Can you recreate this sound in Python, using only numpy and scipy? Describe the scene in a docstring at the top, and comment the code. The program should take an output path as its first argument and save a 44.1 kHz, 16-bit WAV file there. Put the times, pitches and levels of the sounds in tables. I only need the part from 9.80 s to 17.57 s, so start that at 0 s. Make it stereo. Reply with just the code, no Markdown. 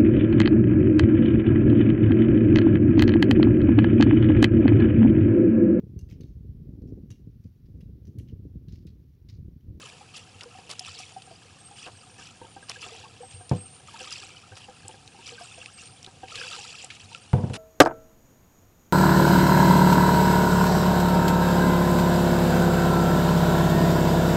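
"""Kayak paddle blades stir a calm lake: bursts of tiny ringing bubbles and filtered noise make the spray.
Gulps and drops are air pockets that ring, with slaps of the wet hull or sharp ticks; swishes are brief noise.
Small birds whistle thinly as gliding sines with a tree echo; hiss and a low hull hum lie beneath.
Twice the hollow hull takes a dull knock, built from decaying modes, and the second is followed by lesser ones.
All is heard through the two ports of a cased camera on the deck."""
import sys
import numpy as np
from scipy import signal
from scipy.fft import rfft, irfft
from scipy.io import wavfile
from scipy.ndimage import uniform_filter1d

SR = 44100
rng = np.random.default_rng(int(sys.argv[2]) if len(sys.argv) > 2 else 0)


def dump_mix(stems):
    """Bounce the given channels to the path in sys.argv[1] as a 16-bit WAV at rate SR."""
    frames = np.atleast_2d(stems).T  # one column per channel
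    limited = np.clip(frames, -1, 1)  # hard clip at full scale
    pcm = np.round(limited * 32767).astype(np.int16)
    wavfile.write(sys.argv[1], SR, pcm)


N = 342857  # samples
TIME = np.arange(N) / SR  # s
FREQS = np.fft.rfftfreq(N, 1 / SR)  # Hz


def amp(db):
    """Decibel law: converts a level in dB to an amplitude gain."""
    return 10 ** (np.asarray(db) / 20)


def unit(x):
    """Normalisation: scales a signal to an rms of 1."""
    return x / np.sqrt(np.mean(x ** 2) + 1e-20)


def read(points, hz):
    """Interpolation: reads a table along a log-frequency axis."""
    f, value = np.transpose(points)
    return np.interp(np.log(hz + 1), np.log(f + 1), value)


def coloured(x, points):
    """Linear filtering: shapes a sound by a table of hz and level_db, then sets its rms to 1."""
    return unit(irfft(rfft(x) * amp(read(points, FREQS)), N))


def panned(x, pan_db):
    """Level difference: raises left and lowers right by half of pan_db each."""
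    return np.array([amp(pan_db / 2), amp(-pan_db / 2)]).reshape(2, -1) * x


def noise(apart, size=N):
    """Partial coherence: white noise for two ports, a common part plus an opposed part scaled by apart."""
    mid, side = rng.standard_normal((2, size))
    return unit(np.array([mid + apart * side, mid - apart * side]))


def drift(hz):
    """Band-limited fluctuation: a random curve of rms 1, slower than about hz."""
    return unit(irfft(rfft(rng.standard_normal(N)) * np.exp(-(FREQS / hz) ** 2), N))


def add(mix, s, sound):
    """Superposition: adds a sound into the mix, in place, at time s."""
    part = mix[:, max(round(s * SR), 0):][:, :sound.shape[-1]]
    part += sound[..., :part.shape[1]]


def bubble(hz, t60, glide, onset):
    """Bubble resonance: an air pocket rings and dies; a positive glide is its climb as it nears the surface."""
    t = np.arange(int(max(t60, .001) * SR)) / SR
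    ring = np.sin(2 * np.pi * hz * t * (1 + glide * t / t60 / 2))
    ring *= amp(-60 * t / t60)
    ring *= 1 - np.exp(-(t / onset) ** 2)
    return ring / (abs(ring).max() + 1e-12)


def swarm(per_s, low_hz, high_hz, cycles, glide, spread_db, width_db, count=48):
    """Shot noise: bubbles of many sizes burst at random moments, each size from its own direction."""
    out = np.zeros((2, N))
    sizes_hz = np.geomspace(low_hz, high_hz, count)
    for hz, (life, bend, place, lag) in zip(sizes_hz, rng.standard_normal((count, 4))):
        t60 = cycles * np.exp(.5 * life) / hz
        ring = bubble(hz, t60, glide * (1 + 2 * bend), t60 / 10)
        at, size = rng.random((2, 1500))
        born = int(min(per_s * N / SR / count, len(at)))
        # exponentially distributed levels, limited at 3.5 times spread_db
        size_db = spread_db * np.minimum(-np.log(size[:born]), 3.5)
        moments = (at[:born] * N).astype(int)
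        train = np.bincount(moments, amp(size_db), N)
        sound = signal.oaconvolve(train, ring * np.sqrt(hz) / np.linalg.norm(ring))[:N]
        delayed = np.roll(sound, round(lag * .8))  # lag in samples
        out += panned(np.array([sound, delayed]), width_db * place)
    return unit(out)


RISE_DB = 22  # swell of the water over each rise time


def surge(s, rise_s, hold_s, fall_db_per_s):
    """Exponential growth and decay: water wells up until time s, keeps running, then dies away."""
    rise_db = -RISE_DB * np.maximum(s - TIME, 0) / rise_s
    fall_db = -fall_db_per_s * np.maximum(TIME - s - hold_s, 0)
    return amp(rise_db + fall_db)


# a blade sweeps back and lifts out, streaming:
# (peak_start_s [s], rise_s [s], hold_s [s], spray_db [dB], churn_db [dB], lap_db [dB], left_right_db [dB])
BLADE_STROKES = [(0.0, .05, .06, -48, -52, -52, -2), (1.06, 0.23, 0.15, -47, -67.5, -60, 1.5),
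                 (3.019, .1, 0.14, -48, -58, -49.5, 3.5), (4.208, 0.079, 0.22, -44, -55, -56, -1),
                 (5.473, 0.18, 0.35, -49, -62, -61.5, 2), (6.537, 0.11, 0.22, -40.5, -48.5, -49.5, -3)]
# small splashes, as a blade cuts in or sheds a string of water:
# (peak_start_s [s], hold_s [s], spray_db [dB], churn_db [dB], left_right_db [dB])
SMALL_SPLASHES = [(0.342, 0.043, -46.5, -59, 5), (0.725, 0.095, -58, -58.5, 5),
                  (1.057, 0.016, -43.5, -50, 2), (1.179, 0.023, -50, -55, -4), (1.961, 0.1, -48, -60, 6.5),
                  (2.382, 0.092, -49, -59.5, 3), (2.887, 0.075, -48, -56, 4), (3.016, 0.028, -42.5, -49, 1),
                  (3.512, 0.018, -47.5, -68, 0), (3.697, 0.062, -54, -59, 0), (4.076, 0.16, -51, -52, -6),
                  (4.31, 0.054, -41.5, -56, -4), (4.754, 0.081, -53, -57.5, 4), (4.955, 0.19, -58, -61, 5),
                  (5.461, 0.032, -42.5, -56, -0.5), (5.593, 0.037, -49, -45, 3),
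                  (5.976, 0.086, -48.5, -60, -2.5), (6.832, 0.21, -45, -61, -3),
                  (7.118, 0.047, -49, -55, 0), (7.196, 0.042, -49, -60, -2), (7.288, 0.08, -49.5, -65, -1)]
DRAIN_DB_PER_S, SETTLE_DB_PER_S = 79, 64  # the blade drains quickly, the lake settles more slowly
TRICKLE_DB, TRICKLE_DB_PER_S = -12.5, 18  # a raised blade trickles on; level relative to the stream
SPLASH_RISE_S, SPLASH_FALL_DB_PER_S = 0.0046, 330
# between strokes the gliding hull keeps a little water moving
CALM_SPRAY_DB, CALM_CHURN_DB, CALM_LAP_DB = -59, -63, -61.5


def stirring():
    """Power addition: strokes, splashes and calm gliding sum as powers to drive spray, churn and lapping."""
    spray, churn, lap = amp(CALM_SPRAY_DB) ** 2, amp(CALM_CHURN_DB) ** 2, amp(CALM_LAP_DB) ** 2
    for s, rise, hold, spray_db, churn_db, lap_db, pan_db in BLADE_STROKES:
        stream = surge(s, rise, hold, DRAIN_DB_PER_S)
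        wake = surge(s, rise, hold, SETTLE_DB_PER_S)
        trickle = amp(TRICKLE_DB) * surge(s, rise, hold, TRICKLE_DB_PER_S)
        spray = spray + panned(amp(spray_db) * np.hypot(stream, trickle), pan_db) ** 2
        churn = churn + (amp(churn_db) * stream) ** 2
        lap = lap + (amp(lap_db) * wake) ** 2
    for s, hold, spray_db, churn_db, pan_db in SMALL_SPLASHES:
        burst = surge(s, SPLASH_RISE_S, hold, SPLASH_FALL_DB_PER_S)
        spray = spray + panned(amp(spray_db) * burst, pan_db) ** 2
        churn = churn + (amp(churn_db) * burst) ** 2
    return np.sqrt(spray), np.sqrt(churn), np.sqrt(lap)


# spectrum of the spray's small bubbles and fizz: (hz [Hz], level_db [dB, relative])
SPRAY_COLOUR = [(1200, -14.5), (2100, -9.5), (2600, 2.5), (3300, -3.5), (4100, -6), (5100, -2), (6400, -11),
                (7600, -5.5), (8800, -13), (10000, -22), (11000, -20.5)]
# spectrum of the larger bubbles and foam below: (hz [Hz], level_db [dB, relative])
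CHURN_COLOUR = [(500, -41), (900, -7), (1250, 7.5), (1450, -2), (1650, 3.5), (2100, -10), (2800, 6.5)]


def splashes(spraying, churning, spray_db=0, fizz_db=-3, churn_db=0, foam_db=-5, chirp_db=-7):
    """Bubble acoustics: falling clumps of water ring tiny bubbles, chirps and fizz over larger bubbles."""
    ticks = swarm(per_s=3200, low_hz=1790, high_hz=10880, cycles=28.3, glide=0.086, spread_db=6.0, width_db=8)
    # cavities that open and close sweep in pitch
    chirps = swarm(per_s=220, low_hz=2000, high_hz=6500, cycles=110, glide=.16, spread_db=4, width_db=3)
    fizz = amp(fizz_db) * noise(apart=0.55)
    spray = coloured(ticks + amp(chirp_db) * chirps + fizz, SPRAY_COLOUR) * amp(spray_db) * spraying
    blobs = swarm(per_s=360, low_hz=820, high_hz=2315, cycles=35, glide=0.107, spread_db=4.5, width_db=8.5)
    foam = amp(foam_db) * noise(apart=1.0)
    churn = coloured(blobs + foam, CHURN_COLOUR) * amp(churn_db) * churning
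    clumps = amp(1.3 * drift(hz=50))
    return (spray + churn) * clumps


# spectrum of the lapping along the hull: (hz [Hz], level_db [dB, relative])
LAP_COLOUR = [(50, -34), (150, 11), (350, -13.5), (490, 4.5), (600, -7.5), (770, -4), (950, -4),
              (1400, -27)]


def lapping(stirred, lap_db=-4.5, wash_db=-6):
    """Bubble resonance: large, low bubbles gurgle along the hull in a noisy wash."""
    blobs = swarm(per_s=130, low_hz=300.4, high_hz=1082, cycles=32.6, glide=0.11, spread_db=2.5, width_db=-3)
    wash = amp(wash_db) * noise(apart=0.1)
    return coloured(blobs + wash, LAP_COLOUR) * amp(lap_db) * stirred


# spectrum of the open-air hiss: (hz [Hz], level_db [dB, relative])
HISS_COLOUR = [(15, -48), (25, -24), (107, 4.5), (322, -8), (509, -10.5), (609, -18.5), (747, -2.5),
               (871, -13.5), (1280, -15.5), (1970, -19.5), (2680, -13.5), (3550, -17), (5070, -19),
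               (8680, -20), (11200, -26.5), (14600, -59), (22000, -120)]
# spectrum of the hull's hum: (hz [Hz], level_db [dB, relative])
HUM_COLOUR = [(45, -20), (70, -13), (92, 14), (135, 2.5), (190, -6.5), (350, -31)]


def background(hiss_db=-55.0, drone_db=-62):
    """Broadband noise and flow excitation: a faint air hiss, and the hull humming as water rubs along it."""
    hiss = coloured(noise(apart=0.25), HISS_COLOUR) * amp(hiss_db)
    unevenness = amp(2 * drift(hz=12))
    hum = coloured(noise(apart=0.033), HUM_COLOUR) * amp(drone_db)
    return hiss + hum * unevenness


# air pockets closing against the hull, each begun 2 ms before its listed time:
# (start_s [s], level_db [dB, before the gains below], pitch_hz [Hz], slap_db [dB re level_db])
AIR_GULPS = [(0.209, -42.5, 824, -6), (0.657, -41, 478, -10), (0.751, -40.5, 750, -22),
             (0.785, -41, 780, -0.5), (1.008, -39.5, 737, -15), (1.199, -41.5, 740, -13),
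             (1.364, -30.5, 761, -18.5), (1.474, -44, 753, -8), (1.51, -42, 666, -2),
             (1.911, -42, 807, -25), (2.065, -39, 745, -2), (2.266, -48, 733, -12),
             (2.386, -45.5, 1750, 1.5), (2.41, -46.5, 1540, 3.5), (2.614, -37, 930, -0.5),
             (2.644, -43, 896, -1), (2.764, -38, 780, -1), (2.827, -43.5, 1610, -2),
             (2.959, -37, 1636, -14), (3.063, -38.5, 730, -2), (3.119, -41, 454, -5), (3.237, -41, 876, -3),
             (3.253, -42, 1090, -12), (3.405, -36, 486, -29), (3.431, -35.5, 762, -10),
             (3.607, -41, 727, -2), (4.141, -37.5, 906, -15), (4.206, -36.5, 506, 2),
             (4.271, -39, 1220, -9), (4.436, -49, 760, 0), (4.72, -44.5, 1520, 4), (4.884, -40.5, 790, 1),
             (5.051, -44.5, 786, -1), (5.091, -40.5, 867, 1), (5.141, -46, 790, 2), (5.345, -46.5, 807, -1),
             (5.389, -44.5, 925, 0), (5.52, -39, 476, -5), (5.581, -38, 1550, -23), (5.61, -35, 704, -15),
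             (5.776, -45, 680, 0), (6.272, -41.5, 756, 4), (6.432, -32, 761, -3.5), (6.583, -41, 516, 0.5),
             (6.636, -35.5, 1500, -10.5), (6.736, -36.5, 1290, -6), (6.786, -38, 812, -5),
             (7.038, -42.5, 755, -5), (7.316, -42.5, 907, -16), (7.348, -37.5, 1352, -31)]
# modes of the wet hull skin, as a lap of water rings it: (pitch_hz [Hz], level_db [dB, relative], t60_s [s])
SKIN_MODES = [(389, -2, 0.058), (503, -1.5, 0.069), (768, -0.5, 0.059), (933, -9.5, 0.12),
              (1223, -11.5, 0.039), (1590, -5.5, 0.088), (1600, -23, 0.065)]
GULP_CYCLES = 60  # every pocket takes about as many cycles to fall 60 dB, so large ones last longer


def gulps(gulp_db=-2, glide=0.028, onset=0.0042, slap_db=0, slap_s=0.0042):
    """Cavity resonance: each pocket rings at its own pitch while the water around it slaps the hull's modes."""
    out, t = np.zeros((2, N)), TIME[:SR // 6]
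    skin = sum(amp(db - 60 * t / t60) * np.sin(2 * np.pi * hz * t) for hz, db, t60 in SKIN_MODES)
    for s, db, hz, hull_db in AIR_GULPS:
        ring = bubble(hz, GULP_CYCLES / hz, glide, onset)
        add(out, s - .002, amp(db + gulp_db) * ring)
        push = noise(apart=0.1, size=len(t)) * t * np.exp(-t / slap_s)
        slap = signal.fftconvolve(push, skin[None])
        add(out, s - .002, amp(db + hull_db + slap_db) * slap / abs(slap).max())
    return out


# brief swishes of thrown water: (start_s [s], level_db [dB], length_s [s], splat_db [dB re level_db])
WATER_SWISHES = [(0.366, -42, 0.017, -36), (0.617, -56.5, 0.029, 6.5), (0.892, -42.5, 0.047, -7),
                 (2.062, -58.5, 0.039, 11.5), (2.892, -41.5, 0.027, -5.5), (4.767, -47, 0.02, -16),
                 (7.734, -38, 0.037, -7)]


def swishes():
    """Turbulent noise: thin sheets of water tear in a short, grainy rush with a low splat beneath."""
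    level, low = np.zeros((2, 1, N))
    for s, db, length, splat_db in WATER_SWISHES:
        size = int(length * SR)
        shape = signal.windows.tukey(size, .06) * np.linspace(1.2, .7, size)
        add(level, s, amp(db) * shape)
        add(low, s, amp(db + splat_db) * shape)
    # spectra as (Hz, relative dB)
    rush = coloured(noise(apart=0.44), [(1000, -7), (2000, 3), (2800, 8.5), (5000, 2), (11000, -5)])
    splat_colour = [(100, -18), (400, 0.5), (800, 3), (1400, 4), (2200, -17.0), (4000, -28)]
    splat = coloured(noise(apart=0.34), splat_colour)
    grain = amp(2.0 * drift(hz=200))
    return (level * rush + low * splat) * grain


# wavelets bump the hull and sound its lowest mode: (start_s [s], level_db [dB, peak])
WAVELET_BUMPS = [(0.545, -47), (2.125, -49), (3.535, -39), (3.569, -41.5), (4.71, -47), (5.037, -48),
                 (7.231, -46)]
BUMP_HZ, BUMP_T60_S, BUMP_RISE_S = 98.3, 0.2, 0.0093


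def bumps():
    """Modal excitation: a soft push of water makes the hull hum for a moment at its lowest mode."""
    out = np.zeros((2, N))
    for s, db in WAVELET_BUMPS:
        add(out, s, amp(db) * bubble(BUMP_HZ, BUMP_T60_S, 0, BUMP_RISE_S))
    return out


# drops and small slaps of water, each begun 1 ms after its listed time:
# (start_s [s], level_db [dB, before drop_db], pitch_hz [Hz, band centre and ring],
#  left_right_db [dB], t60_s [s, at least 3 ms is used])
WATER_DROPS = [(0.6075, -31, 2660, 6, 0.037), (0.6328, -34.5, 5160, -3, 0.018), (0.9, -31, 3400, 1, 0.026),
               (0.9116, -25.5, 4530, 0.0, 0.017), (0.993, -22.5, 5050, -2, 0.022),
               (1.047, -33.5, 2620, 0, 0.014), (1.1875, -35, 5170, 3, 0.083),
               (1.4188, -39.5, 2960, -0.5, 0.025), (2.469, -38, 3030, 7, 0.0099),
               (2.8953, -22, 5230, 4, 0.0092), (2.9156, -30.5, 2500, 1, 0.013),
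               (3.693, -30.5, 5200, 1, 0.013), (4.072, -42.5, 2680, -4, 0.02),
               (4.306, -31.5, 5030, -2.0, 0.023), (4.3234, -30, 4750, -2, 0.023),
               (5.0805, -28.5, 7770, -8, 0.012), (5.2755, -37, 3800, 4, 0.013),
               (5.4752, -36, 3500, 1, .015), (5.858, -29.5, 2530, 3, 0.012),
               (6.228, -37.5, 5600, -6, 0.0095), (6.244, -35, 2900, -3, .018),
               (6.2625, -34, 3800, -4.0, 0.0051), (6.4822, -36, 2600, -2, 0.023),
               (6.554, -26.5, 2540, -3, 0.04), (6.7103, -29, 3240, -3.0, 0.029),
               (6.7616, -30.5, 2800, 1, 0.021), (7.0445, -29.5, 7700, -4, 0.013),
               (7.1008, -31.5, 2136, 2.5, 0.085), (7.3466, -28, 2640, 7.0, 0.0085)]


def drops(drop_db=4, ring_db=-2, climb_per_s=14, rise_cycles=1.86, octaves=0.87, impact_db=6, impact_t60=0.0041):
    """Impact and entrained air: a drop ticks sharply, sputters and leaves a short bubble that climbs in pitch."""
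    out, t = np.zeros((2, N)), np.arange(4096) / SR
    f = np.fft.rfftfreq(len(t), 1 / SR) + 1  # the 1 Hz offset avoids a zero
    for s, db, hz, pan, t60 in WATER_DROPS:
        band = np.exp(-(np.log2(f / hz) / octaves) ** 2 / 2)
        band = band / (1 + (1700 / f) ** 4)  # reduces the lows
        sputter = unit(irfft(rfft(noise(apart=.3, size=len(t))) * band))
        ring = np.sin(2 * np.pi * hz * t * (1 + climb_per_s * t / 2))
        tail = (sputter + amp(ring_db) * ring) * amp(-60 * t / max(t60, .003))
        tick = ring * amp(impact_db - 60 * t / impact_t60)
        hit = (tail + tick) * (1 - np.exp(-(t * hz / rise_cycles) ** 2))
        add(out, s + .001, panned(hit / abs(hit).max() * amp(db + drop_db), pan))
    return out


# bird whistles: (start_s [s], length_s [s], level_db [dB, before bird_db], note [name])
BIRD_WHISTLES = [(1.246, 0.2, -59, "high"), (1.413, .12, -54, "level"), (1.777, 0.33, -52, "rising"),
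                 (2.11, 0.34, -56, "soaring"), (2.546, 0.25, -59.5, "high"), (2.817, 0.087, -55, "level"),
                 (3.396, 0.33, -48.5, "rising"), (3.744, 0.28, -46, "soaring"), (4.934, .24, -60.5, "high"),
                 (5.178, 0.31, -62.5, "level"), (5.61, .30, -53.5, "rising"), (5.923, .29, -52, "soaring"),
                 (7.273, 0.37, -60, "level")]
# the four notes of the birds' phrase, before smoothing and waver:
# name: (start_hz [Hz], early_hz [Hz], late_hz [Hz], end_hz [Hz])
BIRD_NOTES = {"high": (8900, 8950, 9060, 9030), "level": (8660, 8610, 8770, 8780),
              "rising": (8540, 8370, 8770, 8960), "soaring": (8600, 8360, 8870, 9420)}


def birds(bird_db=-4.0, waver_hz=36, flutter_db=3.5, echo_db=-7, echo_t60=1.0, pan_db=6):
    """Frequency modulation and scattering: nearly pure whistles glide and waver, scattered by the trees."""
    song, waver = np.zeros((1, N)), waver_hz * drift(hz=150)
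    for s, length, db, note in BIRD_WHISTLES:
        u = np.linspace(0, 1, int(length * SR))  # fraction of the whistle
        glide = np.interp(u, [0, .13, .7, 1], BIRD_NOTES[note])
        glide = uniform_filter1d(glide, len(u) // 6, mode="nearest")
        swell = np.interp(u, [0, .08, .7, 1], [0, 1, 1, .1])
        hz = glide + waver[round(s * SR):][:len(u)]
        whistle = np.sin(2 * np.pi * np.cumsum(hz) / SR)
        add(song, s, amp(db + bird_db) * swell * whistle)
    song = song * amp(flutter_db * drift(hz=41))
    trees = rng.standard_normal((2, SR // 2)) * amp(-60 * TIME[:SR // 2] / echo_t60)
    echo = signal.fftconvolve(song, trees / np.linalg.norm(trees[0]), axes=1)[:, :N]
    return panned(song + amp(echo_db) * echo, pan_db)


# blows on the hull:
# (start_s [s], boom_db [dB], contact_db [dB], rattle_db [dB], rattle_t60_s [s])
HULL_KNOCKS = [(3.7132, -10, -22.5, -21.5, 0.2), (7.532, -3, -19.5, -24, 0.58),
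               (7.583, -19, -33, -41, 0.14), (7.636, -15, -46, -34, 0.21),
               (7.699, -21.5, -31.5, -37.5, 0.47)]
# modes of the hollow hull: (pitch_hz [Hz], level_db [dB, relative], t60_s [s])
HULL_MODES = [(98, -13.5, 0.3), (129, 1.5, 0.092), (159, -4.5, 0.053), (241, -14, 0.041), (318, -24, 0.14),
              (417, -16.5, 0.043), (494, -22, 0.22), (636, -35, 0.033), (725, -22, 0.15),
              (896, -9.5, 0.024), (1320, -28, 0.034), (1510, -33.5, 0.078), (1620, -23, 0.024)]
# spectrum of the loose fittings: (hz [Hz], level_db [dB, relative])
RATTLE_COLOUR = [(25, -4), (60, -11.5), (100, 10), (200, 13.5), (300, 3), (500, -1), (750, -7.5),
                 (1000, -8.5), (1400, -27.5), (2500, -28), (8000, -44)]


def knocks(onset=0.0041, rattle_onset=0.00055, crack_t60=0.041):
    """Modal synthesis: the hollow hull booms, the contact cracks, and loose fittings rattle on."""
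    out, t = np.zeros((2, N)), np.arange(SR // 2) / SR
    boom = sum(amp(db - 60 * t / t60) * np.sin(2 * np.pi * hz * t) for hz, db, t60 in HULL_MODES)
    boom = boom * (1 - np.exp(-t / onset))
    # the camera's microphones cut the lowest part of the boom
    boom = signal.sosfilt(signal.butter(3, 70, "highpass", fs=SR, output="sos"), boom)
    rattle = coloured(noise(apart=0.07), RATTLE_COLOUR)
    crack_colour = [(100, 12.5), (400, 7), (900, 5.0), (1300, -8), (1800, -8), (4000, -23), (9000, -68)]
    crack = coloured(noise(apart=0.64), crack_colour)
    for s, db, contact_db, rattle_db, t60 in HULL_KNOCKS:
        span = np.arange(len(t)) + round(s * SR)
        shake = rattle.take(span, axis=1, mode="wrap") * amp(rattle_db - 60 * t / t60)
        shake = shake * (1 - np.exp(-t / rattle_onset))
        contact = crack.take(span, axis=1, mode="wrap") * amp(contact_db - 60 * t / crack_t60)
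        add(out, s, amp(db) * boom + shake + contact)
    return out


# the hard blows jolt the camera mount:
# (centre_s [s], level_db [dB, before push_factor], width_s [s], push_factor [ratio, positive left])
MOUNT_JOLTS = [(3.716, -8, 0.0003, 1), (3.723, -3, 0.00026, 1), (7.5368, -6, 0.00045, -1.76)]


def jolts():
    """Antiphase motion: short Gaussian pushes drive the two ports in opposite directions."""
    push = sum(side * amp(db) * np.exp(-((TIME - s) / width) ** 2 / 2) for s, db, width, side in MOUNT_JOLTS)
    return np.array([push, -push])


# phase between the two ports: (hz [Hz], left_lead_rad [rad, limited to 2.2 either way])
PHASE_LEAD = [(40, -.15), (130, -.35), (300, -.9), (600, -1.9), (900, -1.5), (1350, -1.8), (1600, -1.1),
              (2100, -1.1), (2550, .1), (2850, -1.2), (4500, -.35), (7000, -.5), (11000, 0)]
# level between the two ports: (hz [Hz], left_right_db [dB])
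LEVEL_BALANCE = [(100, 0.6), (400, -1), (720, -.5), (880, -4), (1200, -1), (2200, -3.5), (2600, 5),
                 (3100, -1.5), (7000, 0.5), (11000, 1.5)]


def ports(x):
    """Interchannel phase and level: the case shifts and colours the sound at each port."""
    half = np.clip(read(PHASE_LEAD, FREQS) / 2, -1.1, 1.1)
    # the cosine keeps the level of the ports' sum, before the balance is applied
    turn = np.exp(1j * np.array([half, -half])) / np.cos(half)
    return irfft(rfft(x) * panned(turn, read(LEVEL_BALANCE, FREQS)), N)


def scene():
    """Superposition: water, hull, birds and air pass the two ports, then the jolts are added."""
    spray, churn, lap = stirring()
    water = splashes(spray, churn) + lapping(lap) + gulps() + drops() + swishes()
    return ports(water + knocks() + bumps() + birds() + background()) + jolts()


EDGE_HZ = 11200  # upper edge of the band


def record(dry):
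    """Clipping and band limiting: peaks are cut flat at 0.95, then the top of the band is removed."""
    lowpass = signal.firwin(401, EDGE_HZ, window=("kaiser", 8), fs=SR)
    return signal.oaconvolve(np.clip(dry, -.95, .95), lowpass[None], "same")


dry = scene()
out = record(dry)
dump_mix(out)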